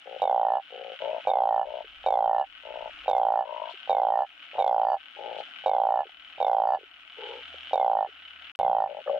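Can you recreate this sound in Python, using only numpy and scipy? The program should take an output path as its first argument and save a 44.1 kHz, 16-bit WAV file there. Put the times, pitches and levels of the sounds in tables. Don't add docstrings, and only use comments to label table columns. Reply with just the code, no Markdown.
import sys
import numpy as np
from scipy import signal
from scipy.io import wavfile
from scipy.ndimage import uniform_filter1d, map_coordinates

SR = 44100
rng = np.random.default_rng(int(sys.argv[2]) if len(sys.argv) > 2 else 0)


def inscribe(sig):
    pcm = np.round(np.clip(np.atleast_2d(sig).T, -1, 1) * 32767)
    wavfile.write(sys.argv[1], SR, pcm.astype(np.int16))


def volts_from_db(level):
    exponent = np.asarray(level, float) / 20
    return 10 ** exponent


N = 405279

# (first pulse [s], steady train sets in [s], voice fades [s], pulses in the train [count],
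# first pulse peak [dB])
NEAR_CALLS = [
    (0.2201, 0.2976, 0.5841, 17, -13.2),
    (1.2738, 1.3561, 1.6298, 16, -11.7),
    (2.0636, 2.1253, 2.4263, 18, -12.7),
    (3.0819, 3.1514, 3.425, 16, -12.2),
    (3.8973, 3.9695, 4.234, 16, -12.8),
    (4.5923, 4.6639, 4.9528, 18, -14.2),
    (5.6619, 5.7358, 6.019, 17, -12.0),
    (6.4051, 6.4672, 6.7582, 18, -16.8),
    (7.7341, 7.7987, 8.0486, 14, -11.5),
    (8.5906, 8.6497, 8.8615, 12, -22.5),
]
NEAR_TOP = [-6.5, -4.5, -4, -4, -3, 4, -4.5, 2.5, -3, -3]
# (start [Hz], sac full [Hz], level at start [dB], level at end [dB], t60 [s])
BODY_MODES = [(770, 788.6, -7.5, -4, 0.039), (518, 633, -13.5, -14.5, 0.03), (679, 890, 1, 0, 0.012),
              (1490, 1300, -26.5, -19.5, 0.013)]
BODY_MODES += [(2340, 1570, -37, -39, 0.055), (3760, 2680, -28, -37, 0.028),
               (5600, 4300, -64, -49, 0.045), (7600, 6500, -78, -62, 0.03)]
# (frequency [Hz], width [Hz], level [dB])
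DIPS_AND_LIFTS = [(1940, 85, -14), (3000, 50, -12), (3330, 130, -8), (4800, 60, -10), (1740, 70, 5),
                  (2890, 45, 8)]
# (first pulse [s], last pulse [s], gaps [count])
NEIGHBOUR_CALLS = [
    (0.058, 0.181, 7),
    (0.7049, 0.9536, 14),
    (1.0042, 1.199, 11),
    (1.636, 1.824, 11),
    (2.638, 2.892, 15),
    (3.437, 3.7132, 15),
    (5.1709, 5.4192, 14),
    (7.1715, 7.4076, 14),
    (8.872, 9.007, 7),
    (9.064, 9.1935, 8),
]
# (start [dB], end [dB])
NEIGHBOUR_LEVELS = [(-31, -29), (-33, -33), (-23.5, -26.5), (-32.5, -27.5), (-33, -28), (-31, -28),
                    (-30, -26), (-37, -34.5), (-31.5, -30), (-19, -23.5)]
# (low mode [Hz], its t60 [s], high mode [Hz], its level [dB], left-right [dB], stutter's
# second pulse [dB])
NEIGHBOUR_VOICES = [(537, 0.017, 756, -7.5, 7.5, -20), (520, 0.025, 736, -0.5, 7.5, -19),
                    (611, 0.017, 880, -12.5, 8.5, -9), (625, 0.017, 886, -12, 9, -18),
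                    (622, 0.013, 884, -13, 9, -20), (634, 0.0216, 948, 1.5, 12, -20),
                    (570, 0.0085, 817, -14.5, 9, -6), (471, 0.021, 855, -5.5, 4.5, -5),
                    (597, 0.023, 810, -6, 7, -12), (572, 0.035, 780, -7.5, 4, -15)]
# (time [s], peak [dB], frequency [Hz])
STRAY_PULSES = [(1.845, -39.5, 445), (1.856, -52, 400), (3.044, -49, 510), (3.74, -41.5, 382),
                (4.533, -40, 560), (4.543, -38, 800), (4.5525, -29.5, 600), (4.561, -32, 850),
                (4.578, -31, 620), (4.5849, -17.5, 760), (7.5428, -38, 520), (5.164, -46, 430),
                (5.429, -52, 413), (6.055, -40, 447), (6.068, -44, 397.6), (6.094, -46.5, 760),
                (6.379, -41.5, 520), (6.787, -41, 450), (6.811, -44, 468), (6.833, -40, 396),
                (8.073, -43, 443), (8.088, -41.5, 424), (9.011, -42, 520), (9.068, -31, 560),
                (7.556, -49, 200), (9.075, -32, 1220), (9.078, -38, 1710), (9.095, -32.5, 1110)]
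# (time [s], level [dB])
CHORUS_LEVEL = [(0, -55), (.6, -51.5), (1.2, -52.5), (1.9, -53), (2.6, -52), (3.3, -51.5), (4, -53),
                (4.6, -51.5), (5.3, -51.5), (6, -52.5), (6.7, -53.5), (7.1, -54.5), (7.3, -51), (7.8, -50),
                (8.5, -52.5), (9.19, -53.5)]
# (frequency [Hz], level [dB], t60 [s])
RATTLE_MODES = [(1552, -3, 0.028), (2230, -3, 0.013), (2937, 14, 0.0069), (3160, -5.5, 0.005),
                (4500, -16.5, 0.002)]
# (frequency [Hz], density [dB per Hz])
FAR_COLOUR = [(71, -61), (120, -32), (149, -26.5), (221, -28.5), (279, -14.5), (382, -39), (726, -15),
              (1110, -32), (1360, -9.5), (1510, -10.5), (1880, -18), (2920, -8), (3360, -27), (4460, -33.5),
              (5050, -35), (6560, -58), (11100, -120)]
# (frequency [Hz], likeness [0-1])
STEREO_LIKENESS = [(60, 0.7), (180, 0.48), (530, 1), (1550, 0.18), (4600, 0.29)]
# (time [s], length [s], level [dB])
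SHRILL_CHIRPS = [
    (3.694, .05, -48.5),
    (5.376, .05, -46.5),
    (7.234, 0.17, -58),
]
# (time [s], level [dB])
GUSTS = [(0, -100), (1.15, -100), (1.43, -71), (1.7, -75.5), (2.15, -67), (2.6, -79.5), (2.9, -68.5),
         (3.6, -90.5), (5.5, -96), (6.1, -86), (8.5, -93.5), (8.7, -78.5), (9, -100), (9.19, -73)]
# (time [s], drone [Hz], level [dB])
ENGINE_DRONE = [
    (0, 60.86, -91),
    (6.5, 65.5, -86),
    (7.2, 67.5, -80.5),
    (7.55, 76, -65),
    (7.8, 67, -82),
    (8.1, 79, -80),
    (8.45, 74.2, -73),
    (8.6, 76.7, -87),
]
# (from [s], to [s])
LOST_SOUND = [
    (8.5175, 8.5505),
    (8.5575, 8.5903),
]


def near_frog():
    out, clicks = np.zeros(N), np.zeros(N)
    start_hz, full_hz, start_db, end_db, t60 = np.transpose(BODY_MODES)
    fill_s, lost_s = 0.22, 0.033
    for number, (call, top_db) in enumerate(zip(NEAR_CALLS, NEAR_TOP)):
        s, db = near_pulses(*call)
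        age = np.maximum(s - call[0], 0) + lost_s * (number == len(NEAR_CALLS) - 1)
        full = 1 - np.exp(-age / fill_s)[:, None]
        hz = start_hz + (full_hz - start_hz) * full
        hz = hz * (1 + 0.0018 * rng.standard_normal((len(s), len(t60))))
        level = start_db + (end_db - start_db) * full
        level = level + sum(dip_db * np.exp(-((hz - at_hz) / width) ** 2) for at_hz, width, dip_db in DIPS_AND_LIFTS)
        level[:, 3:] += 3.0 * rng.standard_normal((len(s), len(t60) - 3))
        level[:, 6:] += top_db
        add(out, s, db + 1.14, struck(hz, level, t60, rise_s=0.001))
        opening_db = 11 * np.exp(-age / 0.093)
        click_db = db + 15.5 + opening_db + 2 * rng.standard_normal(len(s))
        clicks[((s - 0.0012) * SR).astype(int)] = volts_from_db(click_db)
    burst = signal.lfilter([0.3], [1, -0.985], clicks) * rng.standard_normal(N)
    snap = band(burst, 4, [2600, 4050])
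    spit = band(burst * np.abs(burst), 2, [4000, 7500])
    thump = band(np.minimum(clicks, volts_from_db(-1.0)), 2, [85, 210])
    out = band(out, 3, 400, "high")
    out = out + volts_from_db(-32) * snap + volts_from_db(-14.5) * thump
    out = out + volts_from_db(-50.5) * spit
    late = np.r_[0, 0, out[:-2]]
    return np.array([late * volts_from_db(-1.2), out * volts_from_db(1.1)]) + pond(out, wet_db=-30, t60=0.07)


def near_pulses(first_s, train_s, fade_s, count, first_db):
    lead_s, stutter_s, hesitation_s, last_s = 0.021, 0.0094, [0.0141, 0.0202, 0.0193], 0.014
    hold_db, stutter_db = -13.5, -14.8
    quick = int(np.ceil((train_s - first_s - sum(hesitation_s)) / 0.0125))
    opening = np.r_[[stutter_s] * quick, hesitation_s]
    opening = opening * (train_s - first_s) / opening.sum()
    k = np.arange(count)
    train = 0.0174 - 0.0024 * np.exp(-k / 3.0) + 0.0017 * (k % 3 == 2)
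    rush = 0.62 ** k[::-1]
    train = train - rush * (train.sum() - fade_s + train_s) / rush.sum()
    gaps = np.r_[-lead_s, lead_s, opening, train, last_s]
    train_db = hold_db - 1.67 * k / count - 6.5 * 0.14 ** k[::-1]
    db = np.r_[-33.5, first_db, [stutter_db] * quick, [hold_db] * len(hesitation_s), train_db, -28.5]
    chance = rng.standard_normal((len(db), 2))
    return first_s + np.cumsum(gaps) + 0.0003 * chance[:, 0], db + 0.25 * chance[:, 1]


def neighbours():
    out = np.zeros((2, N))
    for call, ends_db, voicing in zip(NEIGHBOUR_CALLS, NEIGHBOUR_LEVELS, NEIGHBOUR_VOICES):
        low_hz, t60, high_hz, high_db, pan_db, second_db = voicing
        s, db = neighbour_pulses(*call, *ends_db)
        swell = np.linspace([1, 0.95], [1, 1.05], len(s))
        hz = np.array([high_hz, low_hz]) * swell * (1 + 0.015 * rng.standard_normal((len(s), 2)))
        level = [high_db, 0] + 2 * rng.standard_normal((len(s), 2))
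        rings = struck(hz, level, [0.02, t60], rise_s=0.0022)
        voice = np.zeros(N)
        add(voice, s, db, rings)
        wobble = rng.standard_normal((2, len(s)))
        second_s = s + 0.00592 + 0.001 * wobble[0]
        fade_db = 10.5 * np.linspace(0.5, -0.5, len(s))
        add(voice, second_s, db + second_db + fade_db + 2.0 * wobble[1], rings)
        out += voice * volts_from_db(np.array([[pan_db], [-pan_db]]) / 2)
    s, db, hz = np.transpose(STRAY_PULSES)
    add(out, s, db, struck(hz[:, None], 0 * hz[:, None], [0.02], rise_s=0.00067))
    out[0] = np.roll(out[0], 3)
    out = band(out, 4, 380, "high")
    out = out + volts_from_db(-23) * band(np.abs(out), 2, [140, 300])
    return out + pond(out.mean(axis=0), wet_db=-20, t60=0.08)


def neighbour_pulses(first_s, last_s, gaps, start_db, end_db):
    k = np.arange(round(gaps) + 1)
    edges = np.exp(-k / 0.6) + np.exp(-k[::-1] / 0.6)
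    chance = rng.standard_normal((len(k), 2))
    s = np.linspace(first_s, last_s, len(k)) + 0.0013 * chance[:, 0]
    db = np.linspace(start_db, end_db, len(k)) - 11 * edges + 1.5 * chance[:, 1]
    return s, db


def rattles():
    out = np.zeros((2, N))
    for _ in range(15):
        size, pan_db, level_db, lag = rng.uniform([0.84, -7.5, -4, 6], [1.06, 8.5, 11, 14])
        turns = lag + np.cumsum(39 * size * (1 + 0.05 * drift(4))) / SR
        clicks = np.diff(np.floor(turns), append=0) > 0
        clicks = clicks * (drift(1.6) > 0) * volts_from_db(level_db + 3.0 * drift(25))
        voice = 0
        for hz, db, t60 in RATTLE_MODES:
            r, w = volts_from_db(-60 / (t60 * SR)), 2 * np.pi * hz * size / SR
            resonator = [0, volts_from_db(db) * np.sin(w)], [1, -2 * r * np.cos(w), r * r]
            voice = voice + signal.lfilter(*resonator, clicks + 1e-18)
        out += np.array([voice * volts_from_db(pan_db / 2), np.roll(voice, int(lag) - 13) * volts_from_db(-pan_db / 2)])
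    out = band(out, 3, [1150, 3900])
    return rms_one(out + pond(out.mean(axis=0), wet_db=-7, t60=0.07))


def far_chorus():
    out, edges = 0, 130 * 2 ** np.arange(0, 7, 1 / 3)
    white = rng.standard_normal((2, 2, N))
    alike_hz, likeness = np.transpose(STEREO_LIKENESS)
    colour_hz, colour_db = np.transpose(FAR_COLOUR)
    for k, (low, high) in enumerate(zip(edges, edges[1:])):
        mid, side = band(white[k % 2], 2, [low, high])
        at = np.log(low * high) / 2
        alike = np.clip(np.interp(at, np.log(alike_hz), likeness), 0, 1)
        db = np.interp(at, np.log(colour_hz), colour_db)
        gain = volts_from_db(db + 0.5 * drift(1.7) + 2.1 * drift(45))
        out = out + gain * (np.sqrt(1 + alike) * mid + np.sqrt(1 - alike) * side * [[1], [-1]])
    return rms_one(out)


def gain_control(loud):
    depth_db, sink_s, climb_db_s = 15, 0.024, 12.5
    spring_share, spring_s = 0.57, 0.012
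    calling = uniform_filter1d(loud ** 2, size=900) > volts_from_db(-64)
    r, q = np.exp(-1 / (np.array([sink_s, spring_s]) * SR))
    sunk_db = signal.lfilter([1 - r], [1, -r], depth_db * calling) * calling
    climb = climb_db_s * np.arange(N) / SR
    slow_db = np.maximum.accumulate((1 - spring_share) * sunk_db + climb) - climb
    spring_db = signal.lfilter([1 - q], [1, -q], spring_share * sunk_db)
    return volts_from_db(-slow_db - spring_db)


def chirps():
    t = np.arange(N) / SR
    on = 0
    for s, length, db in SHRILL_CHIRPS:
        on = on + volts_from_db(db) * np.clip(np.minimum((t - s) / 0.004, (s + length - t) / 0.02), 0, 1)
    low_hz, split_hz, high_hz = 2900, 3600, 4220
    rasp = rng.standard_normal((2, N)) * (1 + 0.49 * np.sin(2 * np.pi * 130 * t))
    body = band(rasp, 2, [low_hz, split_hz])
    edge = band(rasp, 2, [split_hz, high_hz])
    return on * rms_one(body + volts_from_db(-12) * edge) * volts_from_db(np.array([[2.0], [-2.0]]))


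def knock():
    age = np.arange(N) / SR - LOST_SOUND[1][1]
    click = rng.standard_normal(N) * np.exp(-np.abs(age) / 0.00027) * volts_from_db(-40.5 + np.array([[3.5], [-3.5]]))
    mid, side = band(rng.standard_normal((2, N)), 2, [45, 230])
    rumble = rms_one(mid + 0.41 * side * [[1], [-1]])
    return click + rumble * volts_from_db(-51 - 60 * np.abs(age) / 0.85) * (age > 0)


def low_end(loud):
    (wind_db,), (engine_hz, engine_db) = in_time(GUSTS), in_time(ENGINE_DRONE)
    mid, side = band(rng.standard_normal((2, N)), 3, [22, 62])
    shake = volts_from_db(-79) * rms_one(uniform_filter1d(np.abs(loud), size=3000))
    wind = rms_one(mid + side * volts_from_db(-1.5) * [[1], [-1]])
    wind = wind * (volts_from_db(wind_db + 6.5) + shake) * volts_from_db(1.2 * drift(23))
    drone = np.sin(2 * np.pi * np.cumsum(engine_hz) / SR)
    engine = np.sqrt(2) * volts_from_db(engine_db + 1.3 * drift(11.0)) * drone
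    return (wind + engine) * volts_from_db(np.array([[-1.5], [1.5]]))


def struck(hz, db, t60, rise_s):
    t = np.arange(1800) / SR
    out = 0
    for k in range(np.shape(hz)[1]):
        decay = volts_from_db(db[:, [k]] - 60 * t / t60[k])
        out = out + (-1) ** (k + 1) * decay * np.sin(2 * np.pi * hz[:, [k]] * t)
    return out * (1 - np.exp(-t / rise_s)) ** 3


def pond(x, wet_db, t60):
    t = np.arange(SR // 4) / SR
    tail = rng.standard_normal((2, len(t))) * volts_from_db(-60 * t / t60) * (t > 0.004)
    tail = signal.lfilter([0.3], [1, -0.7], tail)
    tail = rms_one(tail) / np.sqrt(len(t))
    return volts_from_db(wet_db) * signal.fftconvolve(x[None], tail, axes=1)[:, :N]


def add(track, times, peak_db, rings):
    for s, db, ring in zip(times, peak_db, rings):
        i = round(s * SR) - np.argmax(ring)
        track[..., i:i + len(ring)] += (ring * volts_from_db(db) / ring.max())[:max(N - i, 0)]


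def band(x, order, hz, kind="band"):
    return signal.sosfilt(signal.butter(order, hz, kind, fs=SR, output="sos"), x)


def in_time(rows):
    s, *columns = np.transpose(rows)
    return [np.interp(np.arange(N) / SR, s, c) for c in columns]


def rms_one(x):
    return x / np.sqrt(np.mean(x ** 2) + 1e-20)


def drift(rate):
    knots = rng.standard_normal(int(N / SR * rate) + 3)
    return rms_one(map_coordinates(knots, [np.arange(N) / SR * rate], order=3))


def scene():
    level_db, = in_time(CHORUS_LEVEL)
    clear = 0.76
    small = volts_from_db(level_db + 7.5) * (np.sqrt(clear) * rattles() + np.sqrt(1 - clear) * far_chorus())
    near = near_frog()
    small = small * gain_control(near[1]) * volts_from_db(np.array([[1.5], [-1.5]]))
    return near + neighbours() + small + chirps() + low_end(near[1]) + knock()


def roll_off(x):
    return signal.sosfilt(signal.butter(12, 15700, fs=SR, output="sos"), x)


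def record(dry):
    t = np.arange(N) / SR
    kept = np.prod([(t < a) | (t >= b) for a, b in LOST_SOUND], axis=0)
    kept = uniform_filter1d(kept * 1.0, size=2)
    hiss = volts_from_db(-83.5) * rng.standard_normal(dry.shape)
    return roll_off((dry + hiss) * kept)


dry = scene()
out = record(dry)
inscribe(out)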